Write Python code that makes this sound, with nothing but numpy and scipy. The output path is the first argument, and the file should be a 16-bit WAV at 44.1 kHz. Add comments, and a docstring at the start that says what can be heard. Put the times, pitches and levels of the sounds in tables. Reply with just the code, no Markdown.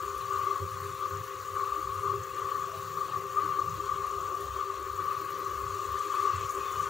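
"""Vapour bubbles collapse on the hot base of an open metal cooker of boiling curry, ringing it near 1.2 kHz.
The heaving liquid rumbles and laps at the wall; bursting domes gurgle and boom in the pot's air.
Froth pops, fizzes and spits on top. The gas burner hisses and holds one faint tone.
Heard from just above the rim."""
import sys
import numpy as np
from scipy import signal
from scipy.fft import rfft, irfft, next_fast_len
from scipy.io import wavfile
from scipy.ndimage import uniform_filter1d

SR = 44100
rng = np.random.default_rng(int(sys.argv[2]) if len(sys.argv) > 2 else 0)


def master(y):
    """Save y as 16-bit WAV."""
    cut = np.clip(np.atleast_2d(y).T, -1, 1)
    pcm = np.round(cut * 32767)  # scale
    wavfile.write(sys.argv[1], SR, pcm.astype(np.int16))


N = 304092
TIME = np.arange(N) / SR
FFT_SIZE = next_fast_len(N, real=True)
BIN_HZ = np.arange(FFT_SIZE // 2 + 1) * SR / FFT_SIZE
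HEAVE_REST_DB = -56

# foam activity: time_s, froth_db, fizz_db
FOAM_LEVELS = [(0, -53, -53), (0.5, -52, -53), (0.9, -53, -53.5), (3.5, -53, -53), (4.75, -54, -55),
               (5.25, -52, -54), (5.7, -52.5, -52.5), (5.95, -50.5, -53), (6.35, -48, -51.5),
               (6.55, -51.5, -50), (6.9, -49.5, -51.5)]
# vapour pockets lifting the liquid: start_s, length_s, level_db
HEAVES = [(0.2, 0.11, -53), (0.599, 0.074, -39), (0.724, 0.2, -46), (1.119, 0.1, -40), (1.87, 0.17, -50),
          (2.045, 0.19, -45), (2.762, 0.23, -52.5), (3.116, 0.079, -51), (3.466, 0.079, -53),
          (3.634, 0.16, -44.5), (5.59, 0.4, -53), (6.338, 0.11, -41), (6.768, 0.077, -46.5)]
# loudest brief swells of the 1.2 kHz ring: centre_s, level_db
RING_SWELLS = [(0.3108, -21.5), (0.343, -20), (0.395, -23), (0.473, -17.5), (0.4862, -18), (0.5138, -20),
               (1.0154, -23.5), (1.055, -21.5), (1.488, -24.5), (1.594, -22.5), (1.664, -24),
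               (1.725, -19.5), (1.7652, -22.5), (1.8148, -24), (1.8761, -24.5), (2.0615, -23),
               (2.0989, -19), (2.12, -19.5), (2.518, -23.5), (2.5568, -22), (2.5972, -23.5),
               (2.6202, -21.5), (2.9759, -24), (3.0004, -28), (3.0178, -19.5), (3.1628, -19.5),
               (3.3743, -16), (3.3867, -16.5), (3.425, -21.5), (3.4828, -25), (3.512, -21), (3.5943, -16.5),
               (3.6205, -22), (3.6827, -21), (3.714, -24.5), (3.804, -23), (3.896, -19), (3.922, -20),
               (4.0443, -19.5), (4.3464, -23.5), (4.371, -22), (4.6122, -20), (4.7028, -21), (4.9028, -21),
               (4.9929, -21.5), (5.0836, -20), (5.113, -23), (5.146, -25.5), (5.1696, -24), (5.465, -23.5),
               (5.5803, -25), (5.7954, -23), (6.009, -17.5), (6.1068, -21), (6.163, -28), (6.1996, -14.5),
               (6.2273, -21), (6.255, -15.5), (6.2753, -16), (6.3, -15), (6.3185, -23), (6.5018, -18.5),
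               (6.5301, -23), (6.8003, -17.5)]


def from_db(db):
    """Decibels to gain."""
    return 10 ** (np.asarray(db) / 20)


def unit_rms(x):
    """Scale to rms 1."""
    return x / np.sqrt(np.mean(x ** 2) + 1e-20)


def curves(rows):
    """Each column after time_s, interpolated per sample."""
    time_s, *columns = np.transpose(rows)
    return [np.interp(TIME, time_s, column) for column in columns]


def bin_gains(points):
    """Rows of freq_hz, gain_db to a gain per FFT bin."""
    hz, db = np.transpose(points)
    return from_db(np.interp(np.log(np.maximum(BIN_HZ, 1)), np.log(hz), db))


def filtered(x, gains):
    """Apply one gain per FFT bin."""
    return irfft(rfft(x, FFT_SIZE) * gains, FFT_SIZE)[..., :N]


def coloured(x, spectrum):
    """Impose a smooth spectrum; rms 1."""
    return unit_rms(filtered(x, bin_gains(spectrum)))


def band(x, low_hz, high_hz, order=4):
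    """Butterworth band-pass."""
    return signal.sosfilt(signal.butter(order, [low_hz, high_hz], "band", fs=SR, output="sos"), x)


def resonance(x, hz, width_hz):
    """Two-pole resonator, peak gain 1."""
    r = np.exp(-np.pi * width_hz / SR)
    zeros = np.array([1, 0, -1]) * (1 - r * r) / 2
    poles = [1, -2 * r * np.cos(2 * np.pi * hz / SR), r * r]
    return signal.lfilter(zeros, poles, x + 1e-18)


def body(x, modes):
    """Parallel resonances, signs alternating."""
    return sum((-1) ** k * from_db(db) * resonance(x, hz, width_hz)
               for k, (hz, width_hz, db) in enumerate(modes))


def equalised(x, peaks):
    """Narrow peaks and notches in series."""
    for hz, width_hz, db in peaks:
        x = x + (from_db(db) - 1) * resonance(x, hz, width_hz)
    return x


def levelled(x, span_s):
    """Hold the slow level near rms 1; keep the flutter."""
    size = int(span_s * SR / 2)
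    power = uniform_filter1d(uniform_filter1d(x * x, size), size)
    return x / np.sqrt(np.maximum(power, 0) + 1e-3 * np.mean(x * x))


def widened(source, side_db):
    """Stereo from two draws of a source: mid and side."""
    return source() + from_db(side_db) * source() * np.array([[1], [-1]])


def drift(cutoff_hz):
    """Slow random motion: noise through two one-pole low-passes; rms 1."""
    hop, warm_up = 40, 2000
    r = np.exp(-2 * np.pi * cutoff_hz * hop / SR)
    noise = rng.standard_normal(N // hop + warm_up + 2)
    slow = signal.lfilter([1], [1, -2 * r, r * r], noise)[warm_up:]
    return np.interp(np.arange(N) / hop, np.arange(len(slow)), unit_rms(slow))


def swells(events, rest_db, attack_s, release_s):
    """Level in dB: events rise, hold and fall over a resting level."""
    power = from_db(rest_db) ** 2 + np.zeros(N)
    for start_s, length_s, db in events:
        rise = np.clip(.5 + (TIME - start_s) / attack_s, 0, 1)
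        fall = np.clip(.5 + (start_s + length_s - TIME) / release_s, 0, 1)
        power += (from_db(db) * rise * fall) ** 2
    return 10 * np.log10(power)


def pops(per_s, spread_db):
    """Random clicks, many small, few large; rms 1."""
    chance, size = rng.random((2, N))
    born, clicks = chance < per_s / SR, np.zeros(N)
    signed = 2 * size[born] - 1
    clicks[born] = np.sign(signed) * from_db(-spread_db * np.log(np.abs(signed) + .002))
    return unit_rms(clicks)


def plinks(low_hz, high_hz, decay_cycles, spread_db, count):
    """Small bubbles, each a damped sine at its own pitch; rms 1."""
    out = np.zeros(N + SR)
    for when, pitch, size in rng.random((count, 3)):
        hz = low_hz * (high_hz / low_hz) ** pitch
        t = TIME[:int(5 * decay_cycles / hz * SR)]
        height = from_db(-spread_db * np.log(max(size, .025)))
        at = int(when * N)
        out[at:at + len(t)] += height * np.exp(-hz * t / decay_cycles) * np.sin(2 * np.pi * hz * t)
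    return unit_rms(out[:N])


def notes(events, swell_s, rise_per_s=0):
    """Sine notes under Gaussian envelopes, with optional glide."""
    out = np.zeros(N)
    for (centre_s, db, hz), phase in zip(events, rng.random(len(events))):
        near = np.abs(TIME - centre_s) < 3 * swell_s
        t = TIME[near] - centre_s
        cycles = hz * t * (1 + rise_per_s * t / 2) + phase
        out[near] += from_db(db) * np.exp(-(t / swell_s) ** 2) * np.sin(2 * np.pi * cycles)
    return out


def burner(tone_hz=520.4, wander_hz=0.91, waver_db=0.84, hiss_db=-0.6, flutter_db=4.0):
    """Gas hisses through the jet and sings one wavering note."""
    # jet hiss: time_s, level_db
    jet_levels = [(0, -60), (1, -57), (2.4, -60), (2.85, -54), (3.4, -57), (4.8, -59.5), (5.35, -53),
                  (6.3, -61), (6.9, -58)]
    # jet spectrum: freq_hz, gain_db
    jet_spectrum = [(8000, -30.5), (11500, -25), (13000, -14), (14500, -9.5), (15400, -12), (17000, -8.5)]
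    # burner note: time_s, level_db
    tone_levels = [(0, -54.5), (1, -54), (3, -54.5), (4.5, -56), (5.6, -57), (6.9, -55.5)]
    (jet_db,), (tone_db,) = curves(jet_levels), curves(tone_levels)
    hiss = widened(lambda: coloured(rng.standard_normal(N), jet_spectrum), side_db=-4.5)
    phase = 2 * np.pi * np.cumsum(tone_hz + wander_hz * drift(3.4)) / SR
    tone = np.sqrt(2) * np.sin(phase) * from_db(tone_db + waver_db * drift(4.7))
    return from_db(jet_db + hiss_db + flutter_db * drift(70)) * hiss + tone


def wall_rings(shimmer_db=4):
    """Wall modes ring briefly and unevenly as foam washes over them."""
    # wall rings: centre_s, level_db, pitch_hz
    rings = [(6.39, -54, 2700), (6.65, -54, 2505), (6.71, -52, 3470), (6.77, -52, 3000)]
    return from_db(shimmer_db * drift(25)) * notes(rings, swell_s=0.054)


def spits(gain_db=-4, decay_s=0.0076, width_hz=1700):
    """Droplets flash to steam on the hot wall: narrow noise bursts."""
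    # droplets: start_s, level_db, pitch_hz
    droplets = [(2.233, -37, 6620), (3.593, -37, 6530), (5.3872, -36, 15000), (5.745, -37, 7300),
                (5.988, -34, 6930), (6.362, -35.5, 7200), (6.4924, -29, 6600), (6.506, -33.5, 6750),
                (6.547, -38, 7050), (6.724, -33, 6900), (6.8239, -38, 7020), (6.838, -36, 6840)]
    out, t = np.zeros(N), TIME[:SR // 20]
    for start_s, db, hz in droplets:
        steam = rng.standard_normal(len(t)) * np.exp(-t / decay_s)
        burst = resonance(resonance(steam, hz, width_hz), hz, width_hz)
        at = round(start_s * SR)
        out[at:at + len(t)] += (from_db(db + gain_db) * burst / np.abs(burst).max())[:N - at]
    return out


def fizz(gain_db=-0.36, clump_db=0.5, tick_db=-7.5, spray_db=-12, burst_db=4):
    """The finest films snap in clumps: sizzle, sharper ticks, fine spray above."""
    # foam flaring on the hot wall: start_s, length_s, level_db
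    flares = [(0.04, 0.068, -54), (4.52, 0.08, -57), (6.7, 0.12, -53)]
    # sizzle spectrum: freq_hz, gain_db
    spectrum = [(2500, -3.5), (5000, -32), (6000, -6), (6900, 2.5), (7600, -2.5), (8500, -9), (10000, -10),
                (12000, -17.5), (15500, 0), (17000, -9)]
    fizz_db = swells(flares, curves(FOAM_LEVELS)[1], attack_s=0.03, release_s=0.067)
    sizzle = widened(lambda: pops(16000, spread_db=2.5), side_db=-17)
    ticks = from_db(tick_db) * plinks(4500, 15000, decay_cycles=4, spread_db=3.8, count=4000)
    spray = band(pops(450, spread_db=1.0), 9100, 13900, order=2)
    spray = from_db(spray_db) * unit_rms(spray * from_db(burst_db * drift(31)))
    clumps = from_db(clump_db * drift(46)) * coloured(sizzle + ticks, spectrum)
    return from_db(fizz_db + gain_db) * (clumps + spray)


def froth(surge_db, gain_db=1.8, plink_db=-2, follow=0.096):
    """Bubbles pop wetly in thick foam; the faintest merge into a rush."""
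    # froth spectrum: freq_hz, gain_db
    spectrum = [(200, -19), (500, 3), (780, -24), (1000, -17), (1480, 7), (1900, -2.5), (2350, -5.5),
                (2800, -2.5), (3800, -4), (4350, -3), (4900, -9), (6000, -2.5), (11000, -27)]
    # upper wall modes: freq_hz, width_hz, gain_db
    wall_modes = [(1675, 51, 6.5), (2530, 15, 3), (2764, 33, 2), (4640, 9.2, 9)]
    froth_db = curves(FOAM_LEVELS)[0] + follow * surge_db
    rush = widened(lambda: coloured(pops(20000, spread_db=0.5), spectrum), side_db=-31)
    bubbles = plinks(1753.5, 5982, decay_cycles=75, spread_db=0.5, count=3200)
    wet = from_db(plink_db) * coloured(bubbles, spectrum)
    return from_db(froth_db + gain_db) * unit_rms(equalised(rush + wet, wall_modes))


def foam_patches(foam, depth_db=1.13, drift_hz=5.6):
    """Patches of like-sized bubbles come and go, each in its own band."""
    centres_hz = np.geomspace(2000, 16000, 9)
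    bands = np.arange(len(centres_hz))
    place = np.interp(np.log(BIN_HZ + 1), np.log(centres_hz), bands)
    triangles = [np.maximum(1 - np.abs(place - k), 0) for k in bands]
    return sum(filtered(foam, gains) * from_db(depth_db * drift(drift_hz)) for gains in triangles)


def settling(settle_s=0.099, depth=0.31):
    """Dip in dB as the liquid falls back after a heave; deeper after a big one."""
    dip_db = np.zeros(N)
    for start_s, length_s, db in HEAVES:
        progress = np.clip((TIME - start_s - length_s) / settle_s, 0, 1)
        dip_db -= depth * (db - HEAVE_REST_DB) * np.sin(np.pi * progress)
    return dip_db


def lapping(surge_db, gain_db=-7.5, flutter_db=3.0, follow=0.1):
    """Waves lap at the wall and fold in soft bubbles, louder as the boil surges."""
    # waves up the wall: start_s, length_s, level_db
    waves = [(0.2, 0.37, -52.5), (2.68, 0.18, -50), (3.08, 0.1, -47), (3.37, 0.3, -54), (3.98, 0.58, -53.5),
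             (6.25, 0.66, -54.5)]
    rest_db = -58.5 + follow * surge_db + settling() + flutter_db * drift(3.9)
    lap_db = swells(waves, rest_db, attack_s=0.054, release_s=0.22)
    return from_db(lap_db + gain_db) * plinks(564, 936, decay_cycles=18, spread_db=1.9, count=650)


def turbulence(drive_db, modes, band_hz, gain_db, side_db):
    """Turbulence stirs low modes as strongly as it is driven."""
    def stirred():
        ringing = body(rng.standard_normal(N), modes)
        return levelled(band(ringing, *band_hz, order=3), span_s=0.34)
    return from_db(drive_db + gain_db) * widened(stirred, side_db)


def rumble(unrest_db=3.5, slosh_follow=0.61):
    """Large vapour pockets heave the liquid, slosh it and sway the whole pot."""
    # pot sways: start_s, length_s, level_db
    sways = [(0.02, 0.18, -53), (1.72, 0.22, -51.5), (3.72, 0.66, -55.5), (4.44, 0.17, -48),
             (4.78, 0.16, -49.5), (5.5, 0.205, -48.5), (5.82, 0.16, -49), (6.35, 0.64, -57)]
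    # deepest pot modes: freq_hz, width_hz, gain_db
    sway_modes = [(36, 13, -32), (67.4, 6.1, 14)]
    # swings of liquid and pot: freq_hz, width_hz, gain_db
    heave_modes = [(96.8, 7.1, 12), (122, 5.5, -9)]
    # liquid slosh: freq_hz, width_hz, gain_db
    slosh_modes = [(130, 14, 0), (164.7, 8.7, 2), (195, 34, -15.5)]
    # slosh between heaves: time_s, level_db
    slosh_levels = [(0, -62), (1.1, -58), (1.5, -64), (2.4, -57.5), (3.1, -52), (4.2, -57), (4.8, -65.5),
                    (5.25, -54), (6.15, -66.5), (6.9, -58.5)]
    stir_db = unrest_db * drift(6)
    rest_db = HEAVE_REST_DB + stir_db + settling(settle_s=0.16)
    heave_db = swells(HEAVES, rest_db, attack_s=0.027, release_s=0.048)
    sway_db = swells(sways, rest_db=-66.5 + stir_db, attack_s=0.072, release_s=0.088)
    slosh_db = curves(slosh_levels)[0] + slosh_follow * (heave_db - HEAVE_REST_DB)
    sway = turbulence(sway_db, sway_modes, band_hz=(25, 79), gain_db=0, side_db=-31)
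    heave = turbulence(heave_db, heave_modes, band_hz=(80, 155), gain_db=1, side_db=-16.5)
    slosh = turbulence(slosh_db, slosh_modes, band_hz=(121, 233), gain_db=-3.5, side_db=-14)
    return sway + heave + slosh


def glugs(gain_db=-2.0):
    """A fat bubble sounds a short note that rises as its neck opens."""
    # surfacing bubbles: centre_s, level_db, pitch_hz
    bubbles = [(1.79, -42, 323), (3.448, -41, 314), (3.593, -44, 332), (3.794, -43, 323),
               (5.232, -45.5, 319), (6.073, -44, 321)]
    return from_db(gain_db) * notes(bubbles, swell_s=0.0197, rise_per_s=0.83)


def booms(gain_db=-4, swell_s=0.036, pitch_hz=397, hum_db=-49, throb_db=2.4, wander_hz=2.5):
    """A low note of the pot's air hums and throbs, swelling when a dome opens wide."""
    # wide domes: centre_s, level_db
    domes = [(0.099, -34.5), (0.51, -37), (0.625, -35), (0.86, -36.5), (1.155, -38), (1.61, -36.5),
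             (2.052, -33), (2.151, -31), (3.23, -39), (3.84, -36), (4.03, -41.5), (4.16, -37), (4.43, -36),
             (4.69, -36), (5.34, -40), (5.71, -41), (5.85, -38), (5.97, -41), (6.07, -36.5), (6.25, -34),
             (6.58, -36.5)]
    hum = from_db(hum_db + throb_db * drift(15.6))
    swell = sum(from_db(db + gain_db) * np.exp(-np.minimum(((TIME - centre_s) / swell_s) ** 2, 20))
                for centre_s, db in domes)
    phase = 2 * np.pi * np.cumsum(pitch_hz + wander_hz * drift(6.33)) / SR
    return np.hypot(hum, swell) * np.sin(phase)


def gurgle(surge_db, gain_db=-3.5, growth_db_per_s=0.47, follow=0.073, throb_db=2.5):
    """Bursting domes stir the pot's air; small ones come unevenly and grow as the curry heats."""
    # largest domes: start_s, length_s, level_db
    domes = [(0.02, 0.046, -43.5), (0.28, 0.39, -46.5), (0.82, 0.06, -59), (1.02, 0.17, -50),
             (1.53, 0.11, -49.5), (2.02, 0.16, -45), (2.35, 0.11, -44), (3.12, 0.15, -44),
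             (3.42, 0.23, -47.5), (5.3, 0.13, -42), (6.22, 0.063, -44), (6.53, 0.089, -44)]
    # air above the liquid: freq_hz, width_hz, gain_db
    air_modes = [(299, 15.5, -17), (325, 23, -17.5), (375, 14.8, -5.5), (395, 9.9, -2), (442, 63, -15),
                 (553.6, 44, -14.5), (583.6, 23, -15)]
    rest_db = -49 + growth_db_per_s * TIME + follow * surge_db + throb_db * drift(9) + settling()
    gurgle_db = swells(domes, rest_db, attack_s=0.014, release_s=0.053)
    air = band(body(pops(900, spread_db=1.5), air_modes), 272, 615)
    return from_db(gurgle_db + gain_db) * levelled(air, span_s=0.36)


def boil_level():
    """Boil strength in dB: surges over a simmer."""
    # simmer on the base: time_s, level_db
    simmer = [(0, -35.5), (1.3, -40), (2.8, -39), (3.7, -37), (4.8, -38), (5.5, -35.5), (6.9, -34)]
    # crowds of bubbles leaving the base: start_s, length_s, level_db
    surges = [(0.31, 0.28, -33), (1.01, 0.058, -32), (1.11, 0.06, -37), (1.55, 0.15, -31),
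              (1.73, 0.29, -36.5), (2.03, 0.125, -30.5), (2.36, 0.31, -35), (2.965, 0.084, -32),
              (3.12, 0.054, -33), (3.355, 0.18, -32), (3.5, 0.15, -34.5), (3.87, 0.5, -37.5),
              (4.55, 0.12, -36), (4.98, 0.22, -36.5), (5.92, 0.069, -34.5), (6.12, 0.23, -30.5),
              (6.76, 0.17, -38)]
    return swells(surges, curves(simmer)[0], attack_s=0.037, release_s=0.066)


def high_ring(boil_db, gain_db=-34, pitch_hz=4310, width_hz=200):
    """Hard boiling also rings a high mode of the metal."""
    clicks = pops(3000, spread_db=3.0)
    ring = resonance(resonance(clicks, pitch_hz, width_hz), pitch_hz, width_hz)
    return from_db(boil_db + gain_db) * unit_rms(ring)


def ring_dips(lead_s=0.0034, reach_s=0.0078, depth_db=-4.5):
    """Gain: the steady ringing dips briefly just before and during each loud swell."""
    dip = np.zeros(N)
    for centre_s, _ in RING_SWELLS:
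        near = np.abs(TIME - centre_s) < 4 * reach_s
        dip[near] += np.exp(-((TIME[near] - centre_s + lead_s) / reach_s) ** 2)
    return from_db(depth_db * np.minimum(dip, 1))


def ring_swells(gain_db=-4, pitch_hz=1176, scatter_hz=10):
    """Loudest brief swells of the 1.2 kHz ring, each rising and fading over several ms."""
    rings = [(centre_s, db, pitch_hz + scatter_hz * rng.standard_normal())
             for centre_s, db in RING_SWELLS]
    return from_db(gain_db) * notes(rings, swell_s=0.0055)


def collapses(boil_db, surge_db, per_s=1800, gain_db=-0.4, weak_db=-9):
    """Vapour bubbles implode on the base and ring it, more often as the boil surges."""
    # coupled modes of the loaded base: freq_hz, width_hz
    coupled_modes = [(1115, 91), (1203, 105)]
    # fine peaks and notches in the base ring: freq_hz, width_hz, gain_db
    ripples = [(1092, 11, 5), (1150, 7.5, -5), (1189, 15.6, 5), (1203.7, 14.8, -11), (1239, 9.8, 3)]
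    # weaker base modes: freq_hz, width_hz, gain_db
    weak_modes = [(849, 20, -17), (939, 7.6, -19), (1470, 37, -9)]
    clicks = pops(per_s * from_db(surge_db), spread_db=0.5)
    ring = clicks
    for hz, width_hz in coupled_modes:  # in series: soft onset, steep skirts
        ring = resonance(ring, hz, width_hz)
    ring = band(equalised(ring, ripples), 950, 1520, order=3)
    weak_ring = from_db(weak_db) * band(body(clicks, weak_modes), 920, 1560, order=3)
    return from_db(boil_db + gain_db) * levelled(ring + weak_ring, span_s=0.055) * ring_dips()


def scene(hiss_db=-73):
    """Base ring to the left, fizz to the right, faint hiss in each ear."""
    # stereo balance: freq_hz, left_minus_right_db
    balance = [(70, -3), (160, -2), (300, 3.5), (600, 3.5), (1150, 8), (1900, 4.5), (4500, 4), (6000, 1.5),
               (6900, -1.5), (8000, -13.5), (8900, -24), (11300, -44), (12300, -11.5), (15300, -4)]
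    boil_db = boil_level()
    surge_db = boil_db - boil_db.mean()
    base = collapses(boil_db, surge_db) + ring_swells() + high_ring(boil_db)
    liquid = gurgle(surge_db) + booms() + glugs() + lapping(surge_db) + rumble()
    surface = foam_patches(froth(surge_db) + fizz()) + spits() + wall_rings()
    ratio = bin_gains(balance)
    ear_gains = np.array([ratio, np.ones_like(ratio)]) * 2 / (1 + ratio)
    hiss = from_db(hiss_db) * rng.standard_normal((2, N))
    return filtered(base + liquid + surface + burner(), ear_gains) + hiss


def record(dry):
    """Steep elliptic low-pass."""
    cutoff_hz = 15650
    return signal.sosfilt(signal.ellip(12, .1, 80, cutoff_hz, fs=SR, output="sos"), dry)


dry = scene()
out = record(dry)
master(out)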